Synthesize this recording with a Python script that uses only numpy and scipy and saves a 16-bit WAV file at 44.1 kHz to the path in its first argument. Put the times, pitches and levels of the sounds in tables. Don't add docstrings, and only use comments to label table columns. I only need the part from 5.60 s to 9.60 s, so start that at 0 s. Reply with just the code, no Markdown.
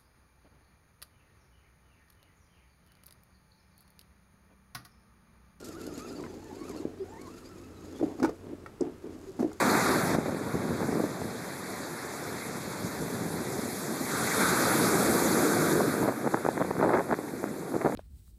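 import sys
import numpy as np
from scipy import signal
from scipy.fft import rfft, irfft
from scipy.io import wavfile
from scipy.ndimage import uniform_filter1d

SR = 44100
rng = np.random.default_rng(int(sys.argv[2]) if len(sys.argv) > 2 else 0)


def int16_out(signal):
    q = np.round(np.clip(np.atleast_2d(signal).T, -1, 1) * 32767)
    wavfile.write(sys.argv[1], SR, q.astype(np.int16))


N = 176400
T = np.arange(N) / SR

# (time [s], level [dB])
DRIVE_LEVEL = [(0, -59), (.3, -57), (.6, -58), (.78, -65), (1.18, -57.5), (1.33, -70.5), (1.76, -60),
               (2.1, -68.5), (2.38, -61), (2.68, -62), (2.8, -70.5), (3.15, -77.5), (3.65, -63), (4, -63)]
# (time [s], level [dB], pitch [factor])
LANDINGS = [(.595, -32, 1.16), (0.621, -33, 0.88), (.762, -35.5, 0.96), (1.198, -33, 1), (2.397, -29, 0.95),
            (2.409, -24.5, 1.06), (2.426, -18, 0.98), (2.435, -19, 0.9), (2.587, -27.5, 0.91),
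            (2.597, -26.5, 0.85), (2.621, -20.5, 0.85), (2.637, -19, 1.044), (2.691, -29, 1.57),
            (2.928, -29, 0.98), (3.207, -20.5, 1.156), (3.217, -20.5, 0.94), (3.269, -32.5, 1),
            (3.439, -36.5, 1.09), (3.79, -22.5, 0.96), (3.801, -21, 0.77), (3.825, -20.5, 1.21),
            (3.844, -21.5, 1.05), (3.86, -28, 1.005)]


def from_db(db):
    return 10 ** (np.asarray(db) / 20)


def unit_power(x):
    return x / np.sqrt(np.mean(x ** 2) + 1e-20)


def curve(rows):
    return np.interp(T, *np.transpose(rows))


def drift(per_s):
    count = int(per_s * T[-1]) + 2
    return unit_power(np.interp(T * per_s, np.arange(count), rng.standard_normal(count)))


def butter(x, hz, kind="low", order=2):
    return signal.sosfilt(signal.butter(order, hz, kind, fs=SR, output="sos"), x)


def colour(x, spectrum):
    hz, db = np.transpose(spectrum)
    f = np.maximum(np.fft.rfftfreq(2 * N, 1 / SR), 1)
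    rolloff = np.minimum(f / hz[0], 1) * np.minimum(hz[-1] / f, 1)
    gain = from_db(np.interp(np.log(f), np.log(hz), db)) * np.maximum(rolloff, 1 / 20) ** 2
    cepstrum = irfft(np.log(gain))
    minimum_phase = np.exp(rfft(2 * cepstrum[:N], 2 * N))
    return unit_power(irfft(rfft(x, 2 * N) * minimum_phase)[:N])


def noise(spectrum):
    return colour(rng.standard_normal(N), spectrum)


def grains(per_s, spread_db):
    hits = rng.random(N) < per_s / SR
    sizes = from_db(spread_db * np.minimum(rng.exponential(1, N), 4))
    return hits * sizes * rng.choice([-1, 1], N)


def add(out, start, x):
    i = max(int(start * SR), 0)
    out[i:i + len(x)] += x[:max(N - i, 0)]


def ring(modes, pitch, uneven_db=2.5):
    t = T[:SR // 6]
    out = np.zeros(len(t))
    for k, (hz, db, t60) in enumerate(modes):
        decay = from_db(db + uneven_db * rng.normal() - 60 * t / t60)
        out += (-1) ** k * decay * np.sin(2 * np.pi * hz * pitch * t)
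    return out


def bursts(rows, rise_s=0.0012):
    t = T[:SR // 6]
    out = np.zeros(N)
    for start, db, t60 in rows:
        add(out, start, from_db(db - 60 * t / t60) * np.minimum(t / rise_s, 1))
    return out


def drivetrain():
    # (time [s], pitch [Hz])
    gear_pitch = [(.03, 1420), (.055, 1250), (.085, 1410), (.125, 1310), (.148, 1160), (.18, 1480),
                  (.225, 1290), (.275, 1520), (.32, 1190), (.36, 1420), (.40, 1200), (.455, 1340),
                  (.487, 1160), (.515, 1450), (.545, 1290), (.575, 1480), (.612, 950), (.65, 1060),
                  (.685, 870), (.77, 780), (.835, 900), (.92, 850), (.975, 1070), (1.04, 1110),
                  (1.07, 1380), (1.135, 920), (1.18, 1390), (1.21, 1170), (1.235, 830), (1.35, 600),
                  (1.48, 750), (1.535, 910), (1.56, 880), (1.605, 1120), (1.65, 1120), (1.675, 990),
                  (1.705, 1270), (1.74, 1340), (1.76, 1250), (1.81, 1400), (1.845, 1170), (1.91, 1360),
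                  (1.96, 1230), (2.08, 1340), (2.18, 1240), (2.32, 1380), (2.36, 1150)]
    # (time [s], level [dB])
    whine_level = [(0, -63), (.1, -56.5), (.3, -56), (.46, -52), (.56, -59), (.65, -52), (.75, -63.5),
                   (1.11, -52.5), (1.22, -55.5), (1.35, -70), (1.55, -54), (1.67, -54), (1.8, -62),
                   (2.35, -66.5)]
    # (frequency [Hz], relative level [dB])
    gearbox = [(900, -23), (1500, -0.5), (2620, -5), (2970, -10), (4100, -5), (4990, -2.5), (5780, -10),
               (6690, 0), (8880, -15.5), (11000, -8.5), (15500, -25)]
    jitter, wobble_rad, flutter_db = 0.01391, 0.33, 4
    pinion_teeth, db_per_sag, motor_stop_s = 12, 18, 2.55
    gear_hz = uniform_filter1d(curve(gear_pitch), size=500)
    sag = np.clip(1 - gear_hz / uniform_filter1d(gear_hz, size=6000), -.12, .12)
    unsteady_hz = gear_hz * (1 + jitter * (drift(200) + .5 * drift(20)))
    phase = 2 * np.pi * np.cumsum(unsteady_hz) / SR

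    def partial(ratio):
        return from_db(flutter_db * drift(70)) * np.sin(ratio * phase + wobble_rad * drift(500))

    whine = unit_power(from_db(db_per_sag * sag) * partial(1) + from_db(-11.5) * partial(2))
    mesh = np.zeros(N)
    for k in range(32, 112, 4):
        line_db = -6.5 if k % pinion_teeth else 0
        mesh += from_db(line_db + flutter_db * drift(20)) * partial(k / pinion_teeth)
    mesh = from_db(-3.5) * colour(mesh, gearbox)
    rasp = from_db(-4 + flutter_db * drift(70)) * noise(gearbox)
    running = np.clip((motor_stop_s - T) * 10, 0, 1)
    whine *= running * from_db(curve(whine_level))
    return whine + from_db(curve(DRIVE_LEVEL)) * (rasp + running * mesh)


def rattle():
    # (time [s], level [dB])
    shake_level = [(0, -45), (.62, -42), (.82, -50), (1.18, -39), (1.35, -51.5), (1.6, -46.5), (2.1, -53.5),
                   (2.47, -39), (2.57, -48), (2.68, -34.5), (2.77, -57), (2.87, -43), (3.18, -58),
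                   (3.26, -39), (3.41, -58.5), (3.445, -41.5), (3.58, -49.5), (3.76, -51.5), (3.87, -38.5),
                   (4, -58)]
    # (frequency [Hz], relative level [dB])
    jolt_spectrum = [(70, -20.5), (140, -10), (220, -4), (300, 1.5), (400, -1), (520, -10.5), (1300, -28),
                     (4000, -41.5)]
    return from_db(curve(shake_level)) * colour(grains(per_s=600, spread_db=2.5), jolt_spectrum)


def dirt():
    # (time [s], level [dB], t60 [s])
    ticks = [(.043, -48, 0.24), (.086, -43, 0.017), (.213, -45, 0.02), (.266, -41.5, 0.022),
             (.377, -43, 0.042), (1.093, -41.5, 0.02), (1.615, -47, 0.028), (3.8, -51.5, 0.17),
             (3.93, -47, .023)]
    # (frequency [Hz], relative level [dB])
    stone_spectrum = [(2500, -14), (4200, -1.5), (5200, 0), (7500, -0.5), (10000, -6), (12500, -3),
                      (15000, -35)]
    # (time [s], length [s], level [dB])
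    skids = [(2.474, 0.093, -49.5), (3.218, 0.043, -46.5), (3.778, 0.09, -45.5)]
    # (frequency [Hz], relative level [dB])
    soil_spectrum = [(400, -11), (750, 0.5), (1100, -17.5), (2400, -28.5)]
    grit_db, scuff_db, scuff_t60_s = -7, -20.5, 0.047
    grit = colour(grains(per_s=260, spread_db=4), stone_spectrum)
    grit *= from_db(curve(DRIVE_LEVEL) + grit_db)
    shove = bursts([(start, db + scuff_db, scuff_t60_s) for start, db, _ in LANDINGS])
    for start, length, db in skids:
        add(shove, start, from_db(db) * np.hanning(int(length * SR)))
    return noise(stone_spectrum) * bursts(ticks) + grit + noise(soil_spectrum) * shove


def outdoors():
    # (frequency [Hz], relative level [dB])
    air_spectrum = [(25, -5.5), (75, -1.5), (140, -6), (368, -3), (703, -18.5), (1200, -16.5), (3000, -29),
                    (11800, -35.5), (15500, -44)]
    air_db, hum_db, hum_hz = -53, -57.5, 91.95
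    hum = np.sqrt(2) * np.sin(2 * np.pi * np.cumsum(hum_hz + 1.84 * drift(8.08)) / SR)
    return from_db(air_db) * noise(air_spectrum) + from_db(hum_db + 1.5 * drift(6.2)) * hum


def thuds():
    # (frequency [Hz], level [dB], t60 [s])
    chassis_modes = [(181, -14, 0.055), (245, -12.5, 0.044), (306.5, 3.5, 0.062), (382.6, -8.5, 0.066),
                     (467, -7.5, 0.056), (601, -13, 0.059), (758, -14, 0.021)]
    # (time [s], level [dB])
    bumps = [(0.275, -25), (1.252, -19)]
    # (base frequency [Hz], level [dB], t60 [s])
    stop_modes = [(297, 3, .014), (445, 7.5, 0.0089), (670, -8.5, .012)]
    attack_s = 0.00084
    squash = 1 - np.exp(-T[:SR // 6] / attack_s)
    out = np.zeros(N)
    for start, db, pitch in LANDINGS:
        add(out, start, from_db(db) * butter(squash * ring(chassis_modes, pitch), hz=590))
    for start, db in bumps:
        add(out, start, from_db(db) * ring(stop_modes, pitch=0.97))
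    return butter(out, hz=157, kind="high")


def squeaks(fall=0.085, jitter=0.029):
    # (time [s], length [s], centre pitch [Hz], level [dB])
    squeals = [(0.479, .035, 5000, -51), (0.552, 0.031, 4580, -51), (1.159, .045, 4300, -55.5),
               (1.392, 0.056, 382, -29.5), (2.14, .065, 3940, -65), (2.338, 0.045, 3330, -59),
               (3.665, 0.06, 380, -38)]
    out = np.zeros(N)
    for start, length, hz, db in squeals:
        progress = np.linspace(0, 1, int(length * SR))
        bend = 1 + fall * (.5 - progress) + jitter * drift(1000)[:len(progress)]
        phase = 2 * np.pi * np.cumsum(hz * bend) / SR
        add(out, start, from_db(db) * np.sin(np.pi * progress) * np.sin(phase))
    return out


def clacks():
    # (time [s], relative level [dB], pitch [factor])
    slaps = [(.638, -39.5, 1.7), (.663, -39.5, 1.3), (2.398, -38, 1), (2.599, -28, 0.86),
             (2.628, -19, 0.96), (2.632, -27.5, 1.25), (2.646, -18.5, 0.99), (2.655, -27.5, 1.06),
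             (2.692, -28, 0.8), (3.061, -32.5, 1.5), (3.794, -30.5, 0.92), (3.825, -31, 0.83),
             (3.915, -37, 0.95)]
    # (frequency [Hz], level [dB], t60 [s])
    shell_modes = [(569, -4, 0.033), (760, -1.5, 0.035), (886, 0, 0.042), (1245, -4, 0.031),
                   (1488, -5, 0.04), (1804, -14.5, 0.048), (2270, -15.5, 0.05)]
    # (frequency [Hz], relative level [dB])
    crunch_spectrum = [(500, 9.5), (850, 1.5), (2200, -5), (3000, -21.5), (5000, -7), (7500, -15),
                       (15000, -25.5)]
    ring_db, crunch_db, crunch_t60_s = -8, -12.5, 0.046
    rings = np.zeros(N)
    for start, db, pitch in slaps:
        add(rings, start, from_db(db + ring_db) * ring(shell_modes, pitch))
    crunch_envelope = bursts([(start, db + crunch_db, crunch_t60_s) for start, db, _ in slaps])
    return rings + noise(crunch_spectrum) * crunch_envelope


def sharp_tick(start_s=3.209, db=-32, t60_s=0.012):
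    treble = butter(rng.standard_normal(N), hz=[4800, 8200], kind="band", order=4)
    return unit_power(treble) * bursts([(start_s, db, t60_s)])


def reflections(x, db=-12, t60_s=0.13, cut_hz=6700):
    t = T[:SR // 2]
    tail = butter(rng.standard_normal(len(t)), cut_hz) * from_db(-60 * t / t60_s) * (t > .01)
    tail /= np.sqrt(np.sum(tail ** 2) * SR / 2 / cut_hz)
    return from_db(db) * signal.fftconvolve(x, tail)[:N]


def scene():
    truck = thuds() + clacks() + sharp_tick() + drivetrain() + rattle() + dirt() + squeaks()
    return (truck + reflections(truck) + outdoors())[None]


def record(dry):
    cutoff_hz = 15700
    return signal.sosfilt(signal.ellip(10, .2, 80, cutoff_hz, fs=SR, output="sos"), dry)


dry = scene()
out = record(dry)
int16_out(out)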